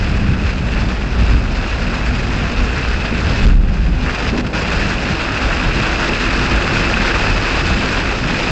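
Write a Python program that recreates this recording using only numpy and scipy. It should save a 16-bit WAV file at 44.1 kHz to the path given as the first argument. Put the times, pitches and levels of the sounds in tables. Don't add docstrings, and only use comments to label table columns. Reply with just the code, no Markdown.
import sys
import numpy as np
from scipy import signal
from scipy.fft import rfft, irfft, next_fast_len
from scipy.io import wavfile
from scipy.ndimage import uniform_filter1d

SR = 44100
rng = np.random.default_rng(int(sys.argv[2]) if len(sys.argv) > 2 else 0)


def unload_wav(signal):
    wavfile.write(
        sys.argv[1],
        SR,
        np.round(np.clip(np.atleast_2d(signal).T, -1, 1) * 32767).astype(np.int16),
    )


N = 375286

# (time [s], level [dB])
RAIN_LEVEL = [(0, -24.5), (.3, -29.5), (.5, -25), (.57, -29.5), (.75, -24.5), (1.07, -28.5), (1.3, -23),
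              (1.45, -30), (1.55, -25.5), (3.12, -24), (3.47, -22), (3.54, -32.5), (3.63, -34),
              (3.75, -31.5), (3.99, -31), (4.03, -25.5), (4.28, -21.5), (4.4, -24), (4.55, -20.5),
              (5.25, -22.5), (5.7, -20), (6.95, -18.5), (7.3, -19), (7.9, -19), (8.29, -22.5), (8.4, -19),
              (8.51, -21)]
# (start [s], end [s], level change [dB])
RAIN_DIPS = [(4.306, 4.376, -5), (4.412, 4.464, -11), (4.478, 4.531, -10)]
# (time [s], level before decay [dB], ring [Hz])
LARGE_DROPS = [(4.4666, -16, 1420), (4.9828, -0.5, 2600), (5.3078, -6, 2640), (5.5264, -4, 2640),
               (5.6276, -4, 1540), (5.71, -1, 1460), (5.959, 0, 2480), (6.0307, 1, 1500), (6.134, -2, 2740),
               (6.3135, -10, 1660), (6.393, -2, 1600), (6.456, -2, 1580), (6.759, 0.5, 2550),
               (6.909, -8, 1550), (6.94, 6, 2600), (6.9704, 3, 1420), (7.009, 3, 1700), (7.071, -1, 1730),
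               (8.0531, -4, 1450), (8.2955, -11, 1840)]
# (frequency [Hz], gain [dB])
GLASS_TONE = [(200, -26), (500, -11.5), (950, -11.5), (2000, -13.5), (3100, -16), (4200, -17.5),
              (5600, -23.5), (7500, -29), (8300, -39), (9200, -65.5)]
# (centre [Hz], width [Hz], boost [dB])
GLASS_PEAKS = [(1500, 840, 7.5), (2600, 446, 9.5), (4990, 640, 5.5)]
# (frequency [Hz], gain [dB])
WHEEL_WELL_TONE = [(150, -16.5), (260, -1.5), (400, 0.5), (600, -2.5), (850, -5.5), (1200, -17),
                   (2000, -50)]
# (time [s], deep cabin boom [dB], upper cabin boom [dB], tyre roar [dB])
ROAD_LEVELS = [(0.0, -24, -21.5, -20), (1.5, -21, -23.5, -23.5), (3.1, -31, -24, -22.5),
               (3.66, -27, -21.5, -28), (4.0, -22.5, -24.5, -23), (4.5, -31, -25, -23.5),
               (7.0, -23.5, -25.5, -22), (8.51, -28.5, -28.5, -23.5)]
# (centre [s], length [s], deep boom rise [dB], upper boom rise [dB], tyre roar rise [dB])
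ROAD_BUMPS = [(0.06, 0.16, 1, 8, 2.5), (0.31, 0.082, -5, 7, 6.5), (0.453, 0.13, -5, 8, 1.5),
              (0.837, 0.094, -1, 6.5, 2), (1.214, .1, 1, 9, 9.5), (1.334, 0.15, 6, 13.5, 2.5),
              (1.718, 0.1, 2, 9, -7), (2.1, .2, -1, 4, 2.5), (2.352, .1, 5, 4, 2.5),
              (2.6, 0.13, 10, 8, -1.5), (2.92, 0.15, 8, 4.5, -2), (3.29, 0.28, 3, 7.5, 5.5),
              (3.445, 0.16, 6, 0, 6.5), (3.552, 0.47, 20, 6.5, 7), (3.883, 0.27, 9, 3, 5),
              (4.353, 0.17, 3, 5, 4.5), (4.796, 0.19, 11, 1.5, 4), (5.475, 0.11, 10, 11.5, -5),
              (5.704, 0.15, 11, -3, 0), (6.554, 0.1, 0, 11, 2), (7.05, 0.13, 5, -6, -0.5),
              (7.296, .18, 7, 5, 2.5), (7.722, .14, 2, 8.5, 2)]
# rms spread of deep boom, upper boom and roar [dB]; smoothing time [s]
LUMPS_DB, LUMP_S = (1.5, 2.5, 2), 0.065
# (centre [Hz], first-pass width [Hz], level [dB])
DEEP_BOOM_MODES = [(27, 14, -3.5), (37.05, 5, -0.5)]
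# (centre [Hz], first-pass width [Hz], level [dB])
UPPER_BOOM_MODES = [(53.2, 8.1, -1), (67.5, 21.7, -6.5)]
# (frequency [Hz], gain [dB])
TYRE_TONE = [(60, -9), (80, -3), (93, 3), (110, -1.5), (200, -1.5), (260, -8.5), (320, -13.5), (500, -26.5),
             (1000, -60)]
# (time [s], level before decay [dB], ring [Hz])
SUSPENSION_JOLTS = [(0.281, -9.5, 187), (1.2, -12, 154), (3.123, -7.5, 231), (3.549, -7, 180),
                    (3.631, -14, 177), (3.686, -12, 200), (3.72, -10.5, 179), (3.88, -6.5, 150.6),
                    (4.334, -10, 221), (4.348, -13.5, 255), (4.383, -10, 253)]
# (time [s], lower line [Hz], lower level [dB], upper level [dB])
TREAD_HUM = [(0, 241.5, -39.5, -59), (2, 242.6, -31, -46.5), (3.4, 251.3, -34, -45), (3.65, 252, -50, -50),
             (4.1, 251.3, -33, -43), (6, 251, -31.5, -30), (8.51, 255.8, -30.5, -34.5)]
# (lower line [Hz], upper line [Hz])
TREAD_WIDTHS = (8.0, 6.0)
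# (start [s], end [s], level [dB], centre [Hz], width of each pass [Hz])
FLOOR_WHOOSH = (4.31, 4.435, -23, 333, 340)
EDGE_HZ = 8750


def gain_of(db):
    return 10 ** (np.asarray(db) / 20)


def evened(x):
    return x / np.sqrt(np.mean(x ** 2) + 1e-20)


def curve(rows):
    s, *columns = np.transpose(rows)
    return [np.interp(np.arange(N) / SR, s, column) for column in columns]


def read(points, hz):
    f, value = np.transpose(points)
    return np.interp(np.log(hz + 1), np.log(f + 1), value)


def add(mix, s, sound):
    part = mix[round(s * SR):][:len(sound)]
    part += sound[:len(part)]


def shaped(points):
    spectrum = rfft(rng.standard_normal(N))
    tone_db = read(points, np.fft.rfftfreq(N, 1 / SR))
    return evened(irfft(spectrum * gain_of(tone_db), N))


def resonate(x, hz, width):
    turn = np.exp(2j * np.pi * np.cumsum(hz * np.ones(len(x))) / SR)
    r = np.exp(-np.pi * width / SR)
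    smooth = signal.lfilter([1 - r], [1, -r], x / turn)
    return 2 * (turn * smooth).real


def wander(seconds):
    size = max(int(seconds * SR), 1)
    once = uniform_filter1d(rng.standard_normal(N), size=size)
    return evened(uniform_filter1d(once, size=size))


def ring(db, hz, t60, rise_s):
    t = np.arange(SR // 8) / SR
    envelope = gain_of(db - 60 * t / t60) * np.minimum(t / rise_s, 1)
    return envelope * np.sin(2 * np.pi * hz * t)


def spray(patchy_db=1.0, treble_db=1.15):
    a, b, patches = rng.standard_normal((N // 128 + 5, 257, 3)).T
    patches = uniform_filter1d(patches, size=10, axis=0)
    patches = evened(uniform_filter1d(patches, size=14, axis=1))
    puffs = evened(uniform_filter1d(rng.standard_normal(a.shape[1]), size=4))
    high = np.clip((np.fft.rfftfreq(512, 1 / SR) - 2500) / 4000, 0, 1)[:, None]
    z = (a + 1j * b) * gain_of(patchy_db * patches + treble_db * high * puffs)
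    return evened(signal.istft(z, nperseg=512, noverlap=384)[1][:N])


def taps(per_s, spread_db, cycles, low_hz=1500.0, high_hz=8450.0, count=16):
    chance, size, kind = rng.random((N, 3)).T
    size_db = spread_db * np.minimum(-np.log(size + 1e-9), 4.5)
    train = (chance < per_s / SR) * gain_of(size_db)
    pitch_index = (kind * count).astype(int)
    out = np.zeros(N)
    for k, hz in enumerate(np.geomspace(low_hz, high_hz, count)):
        grain = ring(0, hz, cycles / hz, .5 / hz)[:1024]
        grain = grain / np.linalg.norm(grain)
        out += signal.oaconvolve(train * (pitch_index == k), grain)[:N]
    return evened(out)


def glass_response():
    hz = abs(np.fft.fftfreq(8192, 1 / SR))
    db = read(GLASS_TONE, hz)
    for centre, width, boost_db in GLASS_PEAKS:
        db = db + boost_db / (1 + (2 * (hz - centre) / width) ** 2)
    log_gain = np.log(gain_of(db))
    return np.fft.ifft(np.exp(np.conj(signal.hilbert(log_gain)))).real[:2048]


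def rain(taps_db=-8.5, ripple_db=.9, flicker_db=.9):
    level_db, = curve(RAIN_LEVEL)
    wells_db = -28.5 + 0.57 * (level_db - level_db.mean())
    wells = shaped(WHEEL_WELL_TONE) * gain_of(wells_db)
    t = np.arange(N) / SR
    for start, end, change_db in RAIN_DIPS:
        inside = np.clip(np.minimum(t - start, end - t) / .005 + .5, 0, 1)
        level_db = level_db + change_db * inside
    drive = spray() + gain_of(taps_db) * taps(per_s=1600., spread_db=3.0, cycles=4.0)
    drive = drive * gain_of(ripple_db * wander(.02) + flicker_db * wander(.005))
    glass = evened(signal.oaconvolve(drive, glass_response())[:N]) * gain_of(level_db)
    for s, db, hz in LARGE_DROPS:
        add(glass, s, ring(db, hz, t60=0.0072, rise_s=0.0012))
    return glass + wells


def road_levels():
    t, levels_db = np.arange(N) / SR, np.array(curve(ROAD_LEVELS))
    for s, length, *rise_db in ROAD_BUMPS:
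        swell = np.cos(np.pi * np.clip((t - s) / length, -.5, .5))
        levels_db = levels_db + np.outer(rise_db, swell)
    return levels_db + [spread_db * wander(LUMP_S) for spread_db in LUMPS_DB]


def boom(modes, steadiness=.75):
    x = np.zeros(N)
    for hz, width, db in modes:
        first = resonate(rng.standard_normal(N), hz, width)
        x += gain_of(db) * evened(resonate(first, hz, 2 * width))
    x = evened(x)
    swing = abs(signal.hilbert(x, next_fast_len(N))[:N])
    return evened(x / (swing + 0.17) ** steadiness)


def road():
    deep_db, upper_db, roar_db = road_levels()
    out = gain_of(deep_db) * boom(DEEP_BOOM_MODES)
    out += gain_of(upper_db) * boom(UPPER_BOOM_MODES)
    out += gain_of(roar_db) * shaped(TYRE_TONE)
    for s, db, hz in SUSPENSION_JOLTS:
        body = ring(db, hz, t60=0.094, rise_s=0.0038)
        overtone = ring(db - 13.0, 1.9 * hz, t60=0.088, rise_s=0.0059)
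        add(out, s, body + overtone)
    return out


def hum():
    hz, low_db, high_db = curve(TREAD_HUM)
    low_width, high_width = TREAD_WIDTHS
    low = evened(resonate(rng.standard_normal(N), hz, low_width))
    high = evened(resonate(rng.standard_normal(N), 4 / 3 * hz, high_width))
    return gain_of(low_db) * low + gain_of(high_db) * high


def whoosh():
    start, end, db, hz, width = FLOOR_WHOOSH
    size = round((end - start) * SR)
    noise = rng.standard_normal(SR // 4)[:size]
    burst = evened(resonate(resonate(noise, hz, width), hz, width))
    out = np.zeros(N)
    add(out, start, gain_of(db) * burst * signal.windows.tukey(size, .6))
    return out


def scene():
    return (rain() + road() + hum() + whoosh())[None]


def record(dry, ceiling=.67, knee=5.5):
    clipped = dry / (1 + abs(dry / ceiling) ** knee) ** (1 / knee)
    low_pass = signal.firwin(255, EDGE_HZ, window=("kaiser", 9), fs=SR)
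    return signal.oaconvolve(clipped, low_pass[None], "same")


dry = scene()
out = record(dry)
unload_wav(out)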